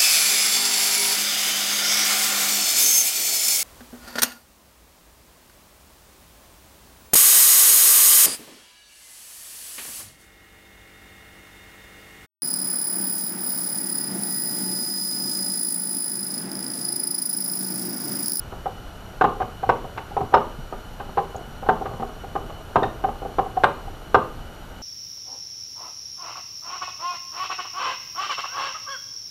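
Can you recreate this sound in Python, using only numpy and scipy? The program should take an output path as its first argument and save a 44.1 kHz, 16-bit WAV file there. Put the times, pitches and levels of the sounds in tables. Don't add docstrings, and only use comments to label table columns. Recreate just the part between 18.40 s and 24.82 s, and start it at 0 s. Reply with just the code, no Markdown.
import sys
import numpy as np
from scipy import signal
from scipy.fft import rfft, irfft
from scipy.io import wavfile

SR = 44100
rng = np.random.default_rng(int(sys.argv[2]) if len(sys.argv) > 2 else 0)


def master(y):
    cut = np.clip(np.atleast_2d(y).T, -1, 1)
    pcm = np.round(cut * 32767)
    wavfile.write(sys.argv[1], SR, pcm.astype(np.int16))


N = 283122

# t/s, force/dB, flat landing/dB (more hollow note), edge bite/dB (more metal, less desk)
KNOCKS = [(0.124, -41, -14, -4), (0.2574, -33.5, 1.5, -2), (0.8107, -19.5, 2, 4.5), (0.8401, -19.5, 2, 1),
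          (1.0013, -32.5, 3, 2), (1.017, -32, -7, 3.5), (1.2291, -35, 3.5, 2), (1.2908, -17.5, -3.5, 3.5),
          (1.441, -41.5, -5.5, 0), (1.5755, -34.5, -14, 16.5), (1.708, -49, -3.5, -1),
          (1.7664, -27.5, 1, -2.5), (1.805, -32.5, 0, -4), (1.924, -38.5, 1.5, 1), (1.939, -13.5, -2.5, 3),
          (1.968, -26, -17, 0.5), (2.325, -35.5, -13.5, -2.5), (2.599, -37.5, -6.5, 5),
          (2.772, -25.5, 1.5, 0), (2.783, -30.5, -2, 3), (2.946, -41.5, -5, -10), (3.225, -41, -5, -3),
          (3.261, -40, -2.5, 4), (3.2879, -18.5, 2, 2), (3.412, -38, -1, -10), (3.456, -32.5, -7, 2),
          (3.536, -43.5, -12, 0), (3.597, -39.5, -5.5, 2), (3.622, -36, -0.5, -1), (3.837, -43.5, -6.5, 2),
          (3.953, -30, -1, 1.5), (4.096, -42.5, -14, 3), (4.357, -17.5, -8, 0), (4.423, -29, -10, -10),
          (4.431, -30.5, -0.5, 12), (4.639, -29.5, 5.5, 1), (4.685, -35.5, -4, -2.5), (4.819, -42, -4, -7),
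          (4.851, -40, -4, -11), (4.9843, -24, 1.5, 0), (5.054, -53, 4.5, 7), (5.167, -35.5, 8.5, 2),
          (5.2361, -15, -5, 7), (5.472, -50.5, -1.5, 0), (5.7442, -13.5, -5, 2.5)]
def knocks(to_room_db=(-2, -1, -5, -1, -1), blow_s=.025):
    near, sent, t = np.zeros(N), np.zeros(N), np.arange(SR // 7) / SR
    for s, force_db, flat_db, bite_db in KNOCKS:
        clack = mould_clack(t, bite_db)
        top = desk_top(t)
        parts = [desk_frame(t), top, hollow_note(t), clack, edge_tick(t)]
        for db, send_db, part in zip(part_levels(force_db, flat_db, bite_db), to_room_db, parts):
            part = amp(db) * part * np.sqrt(blow_s * SR / np.sum(part ** 2))
            add(near, s, part)
            add(sent, s, amp(send_db) * part)
    return near, sent


def part_levels(force_db, flat_db, bite_db, firm_db=-20):
    harder_db = force_db - firm_db
    frame = -32.5 + 0.66 * harder_db - 0.5 * bite_db
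    top = -20 + 0.88 * harder_db - 0.5 * bite_db
    hollow = -19 + 0.55 * harder_db + flat_db
    clack = -19.5 + 1.094 * harder_db + 0.21 * bite_db
    tick = -37.5 + 0.9 * harder_db + 0.67 * bite_db
    return frame, top, hollow, clack, tick


# f/Hz, level/dB, fade/s (time to drop by 60 dB)
MOULD_TONES = [(947, -2.5, 0.037), (1065, 6.5, 0.027), (1223, -5, 0.046), (1373, -15.5, 0.045),
               (1465, -6, 0.054), (1545, -3, 0.054)]
def mould_clack(t, bite_db, high_above_hz=1373):
    lift_db = min(1.72 * bite_db, 12)
    tones = [(hz, db + lift_db * (hz > high_above_hz), fade) for hz, db, fade in MOULD_TONES]
    clack = chatter(reflect(ring(tones, t, scatter=0.75)))
    clack *= landing(t, first=0.24, settle_s=0.0058)
    clack *= drop(t, hold_s=0.012, fall_s=0.0042, left=0.095)
    return band(clack, 780, 1393)


# f/Hz, level/dB
TICK_SPECTRUM = [(900, -47), (1700, 5), (2300, -3.5), (2900, -3.5), (3400, -11), (4000, -11.5), (4700, -22),
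                 (7000, -29.5), (10000, -41.5), (15000, -58)]
def edge_tick(t, grind_s=0.013, fade_s=0.0089):
    fade = np.exp(-t / grind_s / 2 - np.maximum(t - grind_s, 0) / fade_s)
    return colour(rng.standard_normal(len(t)), TICK_SPECTRUM) * fade * landing(t, 0.58, settle_s=0.0015)


def chatter(x, rebound=0.82, within_s=.008):
    out = x.copy()
    for when, size in rng.random((3, 2)):
        add(out, when * within_s, rebound * size * x)
    return out


def landing(t, first, settle_s):
    return first + (1 - first) * np.minimum(t / settle_s, 1)


def drop(t, hold_s=0.02, fall_s=.005, left=.3):
    return 1 - (1 - left) * np.clip((t - hold_s) / fall_s, 0, 1)


# f/Hz, level/dB, fade/s
LOOSE_TONES = [(1450, -5, 0.035), (1583, 18, 0.096), (1833, 16, 0.13), (2005, -1, 0.115), (2380, -23, 0.18),
               (2886, 8, 0.027), (3280, -23, .07), (3690, -9.5, 0.067), (3920, -15, 0.099),
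               (4100, -31, 0.096), (5260, -12, 0.057), (5430, -17, 0.033), (6450, -31, .025),
               (6600, -20, 0.035), (7000, -19, 0.022), (8380, -46, 0.64)]
# t/s, low level/dB, low f/Hz, high level/dB, high f/Hz
CLINKS = [(1.297, -33, 2880, -39, 5300), (1.946, -25, 3170, -31, 5270), (2.9642, -36.5, 6600, -46, 7100),
          (3.292, -17, 1570, -45, 3700), (4.359, -15.5, 1546, -39, 3700), (4.432, -25, 1850, -28.5, 3650),
          (5.236, -13.5, 1580, -20.5, 1960), (5.238, -23, 3950, -46, 8460), (5.747, -26.5, 2870, -35, 5350),
          (5.75, -36, 4100, -55, 8400)]
def clinks(spread_octaves=0.07):
    out, t = np.zeros(N), np.arange(SR // 3) / SR
    for s, low_db, low_hz, high_db, high_hz in CLINKS:
        for peak_db, centre_hz in (low_db, low_hz), (high_db, high_hz):
            tones = [(hz, db - 6 * (np.log2(hz / centre_hz) / spread_octaves) ** 2, fade)
                     for hz, db, fade in LOOSE_TONES]
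            sound = ring(tones, t, detune=0.0016) * drop(t, hold_s=0.0068, fall_s=0.0066, left=0.18)
            add(out, s, amp(peak_db) * sound / abs(sound).max())
    return out


def hollow_note(t, hz=774.3, shift=.018, peak_s=0.011, fade_s=0.013):
    pitch_hz = hz * (1 + shift * rng.normal()) if shift else hz
    bloom = (t / peak_s * np.exp(1 - t / peak_s)) ** 4.8
    onset = 0.08 * amp(-60 * t / fade_s)
    return (bloom + onset) * np.sin(2 * np.pi * pitch_hz * t)


# f/Hz, level/dB, fade/s
TOP_TONES = [(378, -8.5, 0.029), (412, -7, 0.032), (434, -1.5, 0.06), (490, 4.5, 0.04), (528, -3.5, 0.2),
             (589, -2, 0.069), (641, 3, 0.097), (697, 2.5, 0.097)]
def desk_top(t):
    board = reflect(ring(TOP_TONES, t, detune=0.0084, scatter=1))
    board *= landing(t, first=1, settle_s=0.0093) * drop(t, hold_s=0.018, fall_s=0.018, left=0.26)
    return band(board, 227, 1310)


# f/Hz, level/dB, fade/s
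FRAME_TONES = [(125.6, -1.5, 0.089), (167.3, 2, 0.041), (235, -2, 0.089)]
def desk_frame(t):
    return band(reflect(ring(FRAME_TONES, t, scatter=1)), 62, 490)


# t/s, peak level/dB
HAND_BUMPS = [(1.025, -33), (1.268, -30), (1.439, -31), (1.809, -23.5), (1.835, -26), (2.184, -27),
              (2.374, -43), (2.945, -33), (3.074, -34.5), (3.536, -28), (3.595, -26.5), (4.041, -35),
              (4.359, -19)]
def hand_bumps(rise_s=0.0055):
    out, t = np.zeros(N), np.arange(SR // 4) / SR
    for s, db in HAND_BUMPS:
        push = ring(FRAME_TONES, t, detune=0.049, scatter=0.92) * (1 - np.exp(-t / rise_s))
        sound = band(push, 68, 226)
        add(out, s, amp(db) * sound / abs(sound).max())
    return out


# middle t/s, half length/s, level/dB
SLIDES = [(3.002, .03, -43), (3.547, 0.33, -44.5), (4.083, .09, -51), (4.798, 0.77, -47.5)]
def rubbing(slips_per_s=160, grip_db=-65.5):
    t = np.arange(SR // 12) / SR
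    slips = rng.standard_normal(N) * (rng.random(N) < slips_per_s / SR)
    one_slip = ring(TOP_TONES + MOULD_TONES, t, scatter=1) * drop(t) + hollow_note(t, shift=0)
    sound = band(signal.oaconvolve(slips, one_slip)[:N], 246, 1200)
    strokes = sum(amp(db) * swell(s, half_s) for s, half_s, db in SLIDES)
    return unit(sound) * (amp(grip_db) + strokes)


# delay/s, gain
FIRST_ECHOES = [(.0024, 0.3), (.0057, -0.023), (0.0125, 0.31), (0.0178, 0.21)]
def reflect(x):
    out = x.copy()
    for delay, gain in FIRST_ECHOES:
        add(out, delay, gain * x)
    return out


def room(x, count=3, turns_per_s=2.3):
    turn = np.arange(N) / SR * turns_per_s
    offsets = [(turn - k + count / 2) % count - count / 2 for k in range(count)]
    shares = [np.cos(np.pi / 2 * np.clip(offset, -1, 1)) for offset in offsets]
    return sum(signal.oaconvolve(x * share, echo_tail())[:N] for share in shares)


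# f/Hz, fade/s
ROOM_FADES = [(150, 0.55), (400, 0.32), (1040, 0.36), (2760, 0.43), (8000, 0.11)]
# f/Hz, level/dB
ROOM_SPECTRUM = [(100, 4), (400, 2.5), (780, -4.5), (1100, -1.5), (1600, -11.5), (3000, -2.5), (9000, -10)]
def echo_tail(first_s=0.0072, build_s=0.0032):
    hz, t, spectrum = signal.stft(rng.standard_normal(SR * 3 // 4), SR, nperseg=256)
    fade = amp(-60 * t / read(ROOM_FADES, hz)[:, None])
    noise = signal.istft(spectrum * fade, SR, nperseg=256)[1]
    onset = np.clip((np.arange(len(noise)) / SR - first_s) / build_s, 0, 1)
    return colour(noise, ROOM_SPECTRUM) * onset / np.linalg.norm(noise * onset)


# f/Hz, level/dB
RUMBLE = [(10, -13.5), (25, 3), (42, -3), (65, -8), (90, -8), (125, -11), (190, -18), (300, -28.5),
          (600, -50), (2000, -78)]
DRAUGHT = [(100, 1), (300, 1.5), (600, -0.5), (820, 1), (1100, -6), (1430, 1), (1750, -12.5), (2300, -36),
           (5000, -80)]
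HISS = [(1200, -9), (1900, 1.5), (2500, 0), (3500, -1), (4400, -4), (5000, -7.5), (7000, -10.5),
        (9400, -12.5), (11500, -8), (13400, -8.5), (14000, -14), (15000, -21)]
# f/Hz, width/Hz, boost/dB
FAN_PEAKS = [(4250, 98, 8), (5790, 240, 10), (6910, 190, 7.5), (8660, 330, 4.5)]
def ventilation(rumble_db=-39, waver_db=1, draught_db=-43.5, hiss_db=-52.5):
    hz = np.fft.rfftfreq(N, 1 / SR)
    rumble = unit(colour(rng.standard_normal(N), RUMBLE)) * amp(rumble_db + waver_db * drift(4.6))
    draught = unit(colour(rng.standard_normal(N), DRAUGHT)) * amp(draught_db)
    peaks_db = sum(db / (1 + (2 * (hz - f) / width) ** 2) for f, width, db in FAN_PEAKS)
    hiss = unit(irfft(rfft(rng.standard_normal(N)) * amp(read(HISS, hz) + peaks_db), N))
    return rumble + draught + hiss * amp(hiss_db)


# f/Hz, level/dB
WHINE_SPECTRUM = [(2500, -31), (2820, -2.5), (2985, 9.5), (3130, -10.5), (3400, -45)]
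def fan_whine(level_db=-56.5, swell_db=2):
    noise = unit(colour(rng.standard_normal(N), WHINE_SPECTRUM))
    return noise * amp(level_db + swell_db * swell(middle_s=4.05, half_s=0.22))


def ring(tones, t, detune=0.0017, spread_db=1, scatter=0):
    return sum(amp(db + spread_db * rng.normal() - 60 * t / fade_s)
               * np.sin(2 * np.pi * hz * (1 + detune * rng.normal()) * t + scatter * rng.normal())
               for hz, db, fade_s in tones)


def swell(middle_s, half_s):
    return np.exp(-((np.arange(N) / SR - middle_s) / half_s) ** 2)


def drift(rate_hz):
    return unit(irfft(rfft(rng.standard_normal(N)) * (np.fft.rfftfreq(N, 1 / SR) < rate_hz), N))


def band(x, lo_hz, hi_hz):
    return signal.sosfilt(signal.butter(3, [lo_hz, hi_hz], "band", fs=SR, output="sos"), x)


def colour(x, points):
    return irfft(rfft(x) * amp(read(points, np.fft.rfftfreq(len(x), 1 / SR))), len(x))


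def read(points, hz):
    f, value = np.transpose(points)
    return np.interp(np.log(hz + 1), np.log(f + 1), value)


def amp(db):
    return 10 ** (np.asarray(db) / 20)


def unit(x):
    return x / np.sqrt(np.mean(x ** 2) + 1e-20)


def add(mix, s, sound):
    part = mix[max(round(s * SR), 0):][:len(sound)]
    part += sound[:len(part)]


def scene(room_db=-7):
    near, sent = knocks()
    metal = clinks()
    echo = amp(room_db) * room(sent + metal)
    return (near + metal + hand_bumps() + rubbing() + echo + ventilation() + fan_whine())[None]


def record(dry, knee=0.57, top_hz=15100):
    over = np.maximum(abs(dry) - knee, 0)
    rounded = np.sign(dry) * (abs(dry) - over + (1 - knee) * np.tanh(over / (1 - knee)))
    treble_cut = signal.firwin(511, top_hz, window=("kaiser", 9), fs=SR)
    return signal.oaconvolve(rounded, treble_cut[None], "same")


dry = scene()
out = record(dry)
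master(out)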